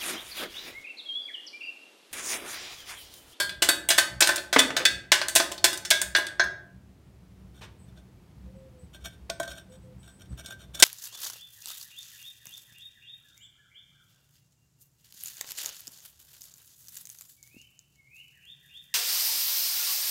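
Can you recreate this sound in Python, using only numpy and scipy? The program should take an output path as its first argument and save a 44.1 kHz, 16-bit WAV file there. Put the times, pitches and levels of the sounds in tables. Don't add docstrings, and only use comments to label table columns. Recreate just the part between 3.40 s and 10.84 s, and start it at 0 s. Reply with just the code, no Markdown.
import sys
import numpy as np
from scipy import signal
from scipy.fft import rfft, irfft
from scipy.io import wavfile
from scipy.ndimage import uniform_filter1d

SR = 44100
rng = np.random.default_rng(int(sys.argv[2]) if len(sys.argv) > 2 else 0)


def pcm_store(signal):
    levels = np.round(np.clip(np.atleast_2d(signal), -1, 1) * 32767)
    wavfile.write(sys.argv[1], SR, levels.astype(np.int16).T)


N = 328104

SPREAD_DB = 2.2
GRIP_HZ = 14


def gain_of(db):
    return 10 ** (np.asarray(db) / 20)


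def evened(x):
    return x / np.sqrt(np.mean(x ** 2) + 1e-20)


def read(points, hz):
    f, value = np.transpose(points)
    return np.interp(np.log(hz + 1), np.log(f + 1), value)


def resonate(x, hz, width):
    r = np.exp(-np.pi * width / SR)
    return signal.lfilter([1 - r, 0, r - 1], [1, -2 * r * np.cos(2 * np.pi * hz / SR), r * r], x)


def ringing(modes, colour, spread_db):
    hz, db, t60 = np.transpose(modes)[:, :, None]
    t = np.arange(SR // 3) / SR
    chance = rng.standard_normal((3, len(modes), 1))
    level_db = db + read(colour, hz) + spread_db * chance[1] - 60 * t / np.clip(t60, .02, .3)
    detuned = hz + GRIP_HZ * chance[2]
    envelope = np.exp(np.float32(level_db * np.log(10) / 20))
    tones = np.sin(np.float32(2 * np.pi * detuned * t))
    return (np.sign(chance[0]) * envelope * tones).sum(0)


def blows(events, modes, kind, spread_db):
    out, t = np.zeros(N + SR), np.arange(SR // 3) / SR
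    hz = np.fft.rfftfreq(len(t), 1 / SR)
    rise, ring_db, shard_db, share = kind
    for s, db, low_db, middle_db, high_db, treble_db, shard_hz, t60 in events:
        steps = gain_of(2.9 * rng.standard_normal(len(t) // 60 + 1)).repeat(60)[:len(t)]
        grit = rng.standard_normal(len(t)) * steps
        colour = [(80, low_db - 45), (300, low_db - 10), (600, low_db + 4), (1600, middle_db + 14),
                  (2500, db - 2), (5000, db - 1), (8500, treble_db + 7), (15000, treble_db - 6.5)]
        coloured = irfft(rfft(evened(grit)) * gain_of(read(colour, hz)), len(t))
        crack = coloured * gain_of(-60 * t / np.clip(t60, .02, .2))
        others = [(min(shard_hz * np.exp(.24 * a), 15000), -6, t60 * (0.52 + b))
                  for a, b in zip(rng.standard_normal(12), rng.random(12))]
        shard_modes = [(shard_hz, 0, 1.5 * t60)] + others
        shard = ringing(shard_modes, [(shard_hz, shard_db + share * high_db)], spread_db)
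        struck = [(1100, low_db), (1400, middle_db), (1850, middle_db), (2300, high_db - 6)]
        body = gain_of(ring_db) * ringing(modes, struck, spread_db)
        onset = np.minimum(t / max(rise, .0002), 1)
        out[round(s * SR):][:len(t)] += onset * (crack + shard + body)
    return out[:N]


# start in seconds, then crack, low modes, middle modes, clink and treble
# as drive levels in dB, central shard pitch in Hz, decay setting (T60 before limits) in seconds.
SNAP_EVENTS = [(0.0, -24.0, -27.5, -27.5, -23.5, -23.0, 4320, 0.15),
               (0.2206, -8.0, -20.5, -20.5, -15.5, -14.5, 2880, 0.11),
               (0.4876, -22.5, -27.5, -36.5, -19.5, -10.5, 2870, 0.069),
               (0.5031, -3.0, -21.5, -21.0, -13.5, -14.0, 3420, 0.091),
               (0.8052, -9.0, -27.0, -20.5, -15.5, -13.5, 8370, 0.12),
               (0.8194, -3.0, -16.5, -25.5, -24.0, -25.0, 4160, 0.12),
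               (1.1276, -9.0, -23.0, -21.5, -20.5, -21.0, 3780, 0.099),
               (1.3651, -8.0, -23.0, -21.0, -24.0, -22.5, 3950, 0.084),
               (1.7178, -1.0, -18.0, -14.5, -20.5, -15.5, 2890, 0.12),
               (1.9519, -9.5, -33.5, -31.5, -19.5, -6.5, 8070, 0.046),
               (1.9588, 3.0, -18.0, -19.0, -16.5, -4.0, 9000, 0.07),
               (2.2416, 2.5, -17.0, -18.0, -16.5, -5.5, 3470, 0.071),
               (2.5039, -5.0, -44.5, -29.0, -27.0, -9.0, 7660, 0.052),
               (2.5094, -0.0, -19.5, -21.5, -12.0, -17.5, 3530, 0.067),
               (2.7495, -6.5, -23.5, -14.0, -14.0, -31.0, 3520, 0.065),
               (2.7632, -24.5, -33.5, -28.0, -29.5, -23.5, 3520, 0.1),
               (2.9957, -12.0, -19.0, -15.5, -19.0, -35.5, 4240, 0.069),
               (7.424, 11.0, -13.0, -13.5, -3.0, -1.0, 6760, 0.067)]
# centre frequency in Hz, relative level in dB, T60 in seconds.
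TILE_MODES = [(349, -2.5, 0.05), (585, -4, 0.11), (664.3, -1.5, .1), (850, -8, .1), (1031, -5, 0.083),
              (1425, -12.5, .08), (1539, 1, 0.17), (1716, -6.5, 0.24), (1790, -5, .15), (2000, -3.5, .14),
              (2270, -0.5, .15), (2602, -9.5, 0.11), (3330, -5, .15), (3460, -0.5, .2), (3790, -4, .2),
              (3994, -6, .18), (4270, -6.5, 0.06), (5000, -11, .2), (6017, -7.5, .2), (6760, -16, .15)]
# rise in seconds, ring of the body in dB,
# shard level at 0 dB clink in dB, share of the clink that the shard follows.
SNAP_KIND = (.0018, -2, -12, .6)


def snaps():
    return blows(SNAP_EVENTS, TILE_MODES, SNAP_KIND, SPREAD_DB)


# start in seconds, then crack, low modes, middle modes, clink and treble
# as drive levels in dB, central shard pitch in Hz, decay setting (T60 before limits) in seconds.
CHIP_EVENTS = [(0.093, -34.0, -46.0, -42.5, -30.5, -40.5, 3450, 0.073),
               (0.2875, -10.0, -21.5, -17.0, -8.0, -10.0, 3470, 0.079),
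               (0.5785, -17.0, -34.5, -30.5, -20.0, -14.0, 3340, 0.029),
               (0.5821, -4.0, -22.5, -15.0, -7.5, -11.5, 4380, 0.087),
               (0.8719, -8.0, -28.0, -23.5, -29.5, -15.5, 6420, 0.056),
               (0.8893, -12.5, -20.5, -19.0, -21.5, -22.0, 3470, 0.12),
               (0.9586, -11.5, -38.5, -36.0, -33.5, -15.5, 6730, 0.035),
               (0.9781, -19.5, -34.0, -34.0, -29.0, -36.5, 4220, 0.056),
               (1.1852, -10.5, -24.0, -25.5, -19.5, -25.0, 8500, 0.071),
               (1.1906, -2.5, -22.5, -20.0, -9.0, -12.5, 3450, 0.064),
               (1.4521, 2.5, -28.0, -18.0, -6.0, -12.5, 4580, 0.049),
               (1.8143, -13.5, -27.0, -28.0, -38.0, -35.0, 4150, 0.09),
               (1.8835, -17.0, -38.5, -35.0, -29.5, -21.0, 8270, 0.077),
               (1.9985, -8.0, -18.0, -23.0, -23.5, -29.0, 4810, 0.093),
               (2.1164, -20.0, -32.0, -42.0, -37.0, -28.5, 4230, 0.065),
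               (2.1784, -27.0, -41.0, -51.0, -45.0, -42.5, 4400, 0.06),
               (2.3289, -24.5, -36.0, -36.0, -28.5, -26.0, 3710, 0.088),
               (2.374, -27.5, -47.0, -44.0, -44.5, -28.5, 6050, 0.052),
               (2.4494, -21.0, -48.5, -36.5, -33.0, -30.5, 5350, 0.074),
               (2.615, -13.5, -34.5, -28.0, -25.5, -15.5, 9000, 0.048),
               (2.7844, -26.5, -25.5, -32.0, -40.5, -30.0, 3500, 0.043),
               (2.8667, -19.5, -60.5, -50.5, -36.5, -37.0, 8170, 0.038),
               (2.8839, -38.5, -54.0, -42.0, -50.5, -50.0, 3440, 0.042),
               (3.038, -44.0, -48.0, -28.0, -48.0, -41.0, 3500, 0.06)]
# centre frequency in Hz, relative level in dB, T60 in seconds.
BENCH_MODES = [(2536, -15, 0.22), (3004, -10.5, 0.17), (3486, 3.5, 0.072), (3770, -9.5, 0.23),
               (4290, -8, 0.099), (4510, 1, .12), (4600, -18.5, 0.093), (5351, -12, .15), (6100, -19, .15),
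               (8300, -14.5, .12), (8430, -15, 0.11), (8995, -20.5, .12)]
CHIP_KIND = (.0014, -1, -22, .35)


def chips():
    return blows(CHIP_EVENTS, TILE_MODES[:10] + BENCH_MODES, CHIP_KIND, SPREAD_DB)


# start in seconds,
# peak level of the noise in dB, body pitch in Hz, upper noise edge in Hz, time to fall 20 dB in seconds,
# rise in seconds.
THUD_EVENTS = [(1.161, 0, 263, 2200, 0.021, 0.0013), (1.304, -17, 400, 2400, .014, .0012),
               (1.4, -18, 515, 2600, 0.053, 0.0009), (4.208, -37.5, 352, 3100, .05, .03),
               (5.894, -35, 270, 834, 0.0089, 0.0012), (5.999, -32, 329, 833.3, 0.014, .001)]


def thuds():
    out, t = np.zeros(N + SR), np.arange(SR // 4) / SR
    for s, db, body_hz, edge_hz, length, rise in THUD_EVENTS:
        burst = rng.standard_normal(len(t)) * gain_of(-20 * t / length) * np.minimum(t / rise, 1)
        dull = signal.sosfilt(signal.butter(2, [240, edge_hz], "band", fs=SR, output="sos"), burst)
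        onset = np.minimum(t / (rise + 0.0035), 1)
        body = np.sin(2 * np.pi * body_hz * t) * gain_of(-16 * t / length) * onset
        out[round(s * SR):][:len(t)] += gain_of(db) * (dull / abs(dull).max() + gain_of(-12.5) * body)
    return out[:N]


# start in seconds, level before decay in dB.
RING_BLOWS = [(0.0, -22.5), (.288, -27), (.584, -31), (.89, -32), (1.19, -33), (1.454, -23), (1.719, -28),
              (1.959, -32), (2.243, -32), (2.511, -18), (2.75, -17), (2.997, -17.5)]
RING_T60 = .44
RING_HZ, RING_CLIMB_HZ_PER_S = 1610, 6.5


def long_ring():
    out, t = np.zeros(N + SR), np.arange(SR // 2) / SR
    for s, db in RING_BLOWS:
        hz = RING_HZ + RING_CLIMB_HZ_PER_S * s
        decay = gain_of(db - 60 * t / RING_T60)
        out[round(s * SR):][:len(t)] += decay * np.sin(2 * np.pi * hz * t) * np.minimum(t / 0.0035, 1)
    return out[:N]


# start in seconds, then crack, low modes, middle modes, clink and treble
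# as drive levels in dB, central shard pitch in Hz, decay setting (T60 before limits) in seconds.
KNOCK_EVENTS = [(4.5744, -53.0, -54.0, -68.0, -68.0, -72.0, 3514, 0.04),
                (5.898, -14.5, -27.0, -40.0, -36.0, -29.5, 4250, 0.026),
                (5.9983, -30.0, -21.5, -36.5, -34.0, -32.0, 8370, 0.036),
                (6.0297, -30.0, -54.0, -39.5, -43.0, -35.5, 3370, 0.025),
                (6.0763, -40.0, -36.5, -46.0, -38.0, -42.0, 4260, 0.027),
                (6.1128, -35.0, -67.0, -48.5, -44.0, -43.0, 3680, 0.04),
                (7.0587, -29.5, -61.0, -57.0, -37.0, -35.0, 5470, 0.033),
                (7.3464, -31.0, -46.5, -57.0, -39.5, -36.0, 6930, 0.047),
                (7.3979, -22.0, -39.0, -44.0, -29.0, -22.0, 7000, 0.038)]
# centre frequency in Hz, relative level in dB,
# T60 in seconds before limits (the scrape shortens it).
TURNED_MODES = [(327, -15, 0.072), (580, -5, .1), (665, -3.5, 0.12), (1096, -16.5, .07),
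                (1453, 1.5, 0.0895), (1553, -0.5, .3), (1776, -15.5, 0.17), (1891, -13.5, 0.11),
                (2252, -12.5, 0.38), (2500, -26.5, 0.18), (2950, -15, 0.089), (3226, -0.5, 0.055),
                (3537, 1.5, 0.095), (3870, -7.5, 0.13), (4280, -10, 0.14), (5082, -18, 0.16),
                (5550, -4, 0.088), (5912, -3.5, 0.083), (6733, -2.5, 0.062), (8260, -8.5, 0.21),
                (8720, -6, 0.09), (9200, -18, 0.098), (10610, -27, .08), (12200, -11, 0.091),
                (13800, -17.5, 0.12)]
KNOCK_KIND = (.0024, .66, -24, .52)


def knocks():
    return blows(KNOCK_EVENTS, TURNED_MODES, KNOCK_KIND, SPREAD_DB)


def gestures(rows, rise, fade_db_per_s):
    t = np.arange(0, N + 40, 40) / SR
    gain = 0
    for s, length, db, *_ in rows:
        fade_db = fade_db_per_s * np.maximum(t - s - length, 0)
        gain = gain + np.clip((t - s) / rise, 0, 1) ** 2 * gain_of(db - fade_db)
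    return np.interp(np.arange(N) / SR, t, gain)


# start in seconds, length in seconds,
# pressure as drive level in dB.
EDGE_STROKES = [(4.135, .055, -57.5), (4.205, .045, -52), (4.465, .025, -66), (4.55, .035, -60),
                (5.525, .04, -51), (5.6, .025, -60), (5.635, .04, -40), (5.715, .02, -56), (6.0, .06, -48),
                (6.075, .06, -44), (6.145, .05, -47), (6.31, .04, -59), (6.62, .09, -58),
                (6.785, .035, -55), (6.84, .02, -64), (6.91, .03, -64), (6.965, .04, -43.5),
                (7.03, .025, -54), (7.06, .03, -48), (7.095, .03, -45), (7.18, .065, -54),
                (7.33, .055, -43), (7.385, .035, -37.5)]
STROKE_RISE_S, STROKE_FADE_DB_PER_S = .012, 900


def scrape():
    clumps = gain_of(3.5 * evened(uniform_filter1d(rng.standard_normal(N), 250)))
    strength = gain_of(3.5 * np.minimum(rng.exponential(1, N), 4))
    caught = rng.random(N) < 5000 / SR
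    catches = strength * caught * rng.choice([-1, 1], N)
    drive = evened(catches * clumps) * gestures(EDGE_STROKES, STROKE_RISE_S, STROKE_FADE_DB_PER_S)
    damped = [(hz, db, (0.33 * t60 if hz > 2000 else 0.5 * t60)) for hz, db, t60 in TURNED_MODES]
    body = ringing(damped, [(700, -2), (1500, -5), (3500, 2.5), (9000, -1)], 0)
    rung = signal.oaconvolve(drive, body / np.linalg.norm(body))[:N]
    grit = gain_of(-7.5) * resonate(drive, 2700, 3400) + gain_of(-13) * resonate(drive, 9000, 9000)
    return gain_of(-2.0) * rung + grit


# centre in Hz, width of each of two filter passes in Hz, filter gain in dB.
HISS_BANDS = [(7980, 210, 2.5), (8640, 300, -3)]
# start in seconds, length in seconds, level in dB.
HISS_PUFFS = [(4.37, .08, -67), (5.13, .07, -78), (5.37, .08, -68), (6.28, .08, -64), (6.4, .05, -74),
              (6.575, .2, -65), (6.87, .07, -66)]
HISS_RISE_S, HISS_FADE_DB_PER_S = .03, 500


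def high_hiss():
    noise = rng.standard_normal(N)
    bands = sum(gain_of(db) * resonate(resonate(noise, hz, width), hz, width) for hz, width, db in HISS_BANDS)
    return evened(bands) * gestures(HISS_PUFFS, HISS_RISE_S, HISS_FADE_DB_PER_S)


# start in seconds, length in seconds,
# level in dB rms when held, start pitch in Hz, end pitch in Hz.
DOVE_NOTES = [(5.05, .06, -60, 505, 522), (5.13, .15, -55, 533, 526), (5.315, .12, -59, 520, 495),
              (6.275, .09, -56, 500, 520), (6.42, .11, -57, 516, 508)]
NOTE_RISE_S, NOTE_FADE_DB_PER_S = .03, 700


def dove():
    start, length, _, first_hz, last_hz = np.transpose(DOVE_NOTES)
    times = np.ravel([start, start + length], "F")
    pitch = np.interp(np.arange(N) / SR, times, np.ravel([first_hz, last_hz], "F"))
    tone = np.sqrt(2) * np.sin(2 * np.pi * np.cumsum(pitch) / SR)
    return tone * gestures(DOVE_NOTES, NOTE_RISE_S, NOTE_FADE_DB_PER_S)


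# centre in Hz, width of each of two filter passes in Hz,
# level before the throb in dB rms.
MOTOR_TONES = [(63.1, 5.1, -53.5), (106.2, 8.3, -66), (125, 2.5, -60.5), (187.3, 10, -58)]


def motor():
    noise = rng.standard_normal(N)
    throb = gain_of(6.6 * evened(resonate(rng.standard_normal(N), 1.4, 3.0)))
    hum = sum(gain_of(db) * evened(resonate(resonate(noise, f, width), f, width)) for f, width, db in MOTOR_TONES)
    return hum * evened(throb)


# frequency in Hz, relative level in dB.
AIR_SPECTRUM = [(15, -69), (25, -35), (41, -13.5), (64, -5), (184, -11), (261, -19), (371, -21),
                (486, -26.5), (709, -29.5), (1390, -36), (1510, -37), (2260, -38), (15800, -51)]
AIR_DB = -53.5


def murmur():
    hz = np.fft.rfftfreq(N, 1 / SR)
    air = irfft(rfft(rng.standard_normal(N)) * gain_of(read(AIR_SPECTRUM, hz)), N)
    return gain_of(AIR_DB) * evened(air)


# frequency in Hz, T60 in seconds.
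GARAGE_T60 = [(250, 0.85), (1000, 0.47), (4000, 0.33), (14000, 0.27)]


def garage(x):
    taps = np.zeros(SR)
    at = np.arange(200, SR - 20, 20) + rng.integers(0, 20, (SR - 201) // 20)
    taps[at] = rng.choice([-1., 1.], len(at))
    hz, t, z = signal.stft(taps, SR, nperseg=256)
    decay = gain_of(-60 * t / read(GARAGE_T60, hz)[:, None])
    tail = signal.istft(z * decay, SR, nperseg=256)[1]
    return signal.oaconvolve(x, tail / np.linalg.norm(tail))[:N]


def scene():
    cutting = snaps() + chips() + thuds()
    handling = knocks() + scrape()
    near = cutting + handling + long_ring()
    reverberation = garage(gain_of(-7.7) * cutting + gain_of(-14) * handling)
    return (near + reverberation + high_hiss() + dove() + motor() + murmur())[None]


EDGE_HZ = 15900


def record(dry):
    dry = signal.sosfilt(signal.butter(3, 48, "high", fs=SR, output="sos"), dry)
    power_db = 10 * np.log10(abs(uniform_filter1d(dry[0] ** 2, 600)) + 1e-12)
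    fall = np.arange(N) * 15.0 / SR
    held_db = np.maximum.accumulate(power_db + fall) - fall
    over_db = np.maximum(held_db + 29, 0)
    ducked = np.clip(dry / gain_of(0.17 * uniform_filter1d(over_db, 300)), -1, 1)
    lowpass = signal.firwin(511, EDGE_HZ, window=("kaiser", 9), fs=SR)
    return signal.oaconvolve(ducked, lowpass[None], "same")


dry = scene()
out = record(dry)
pcm_store(out)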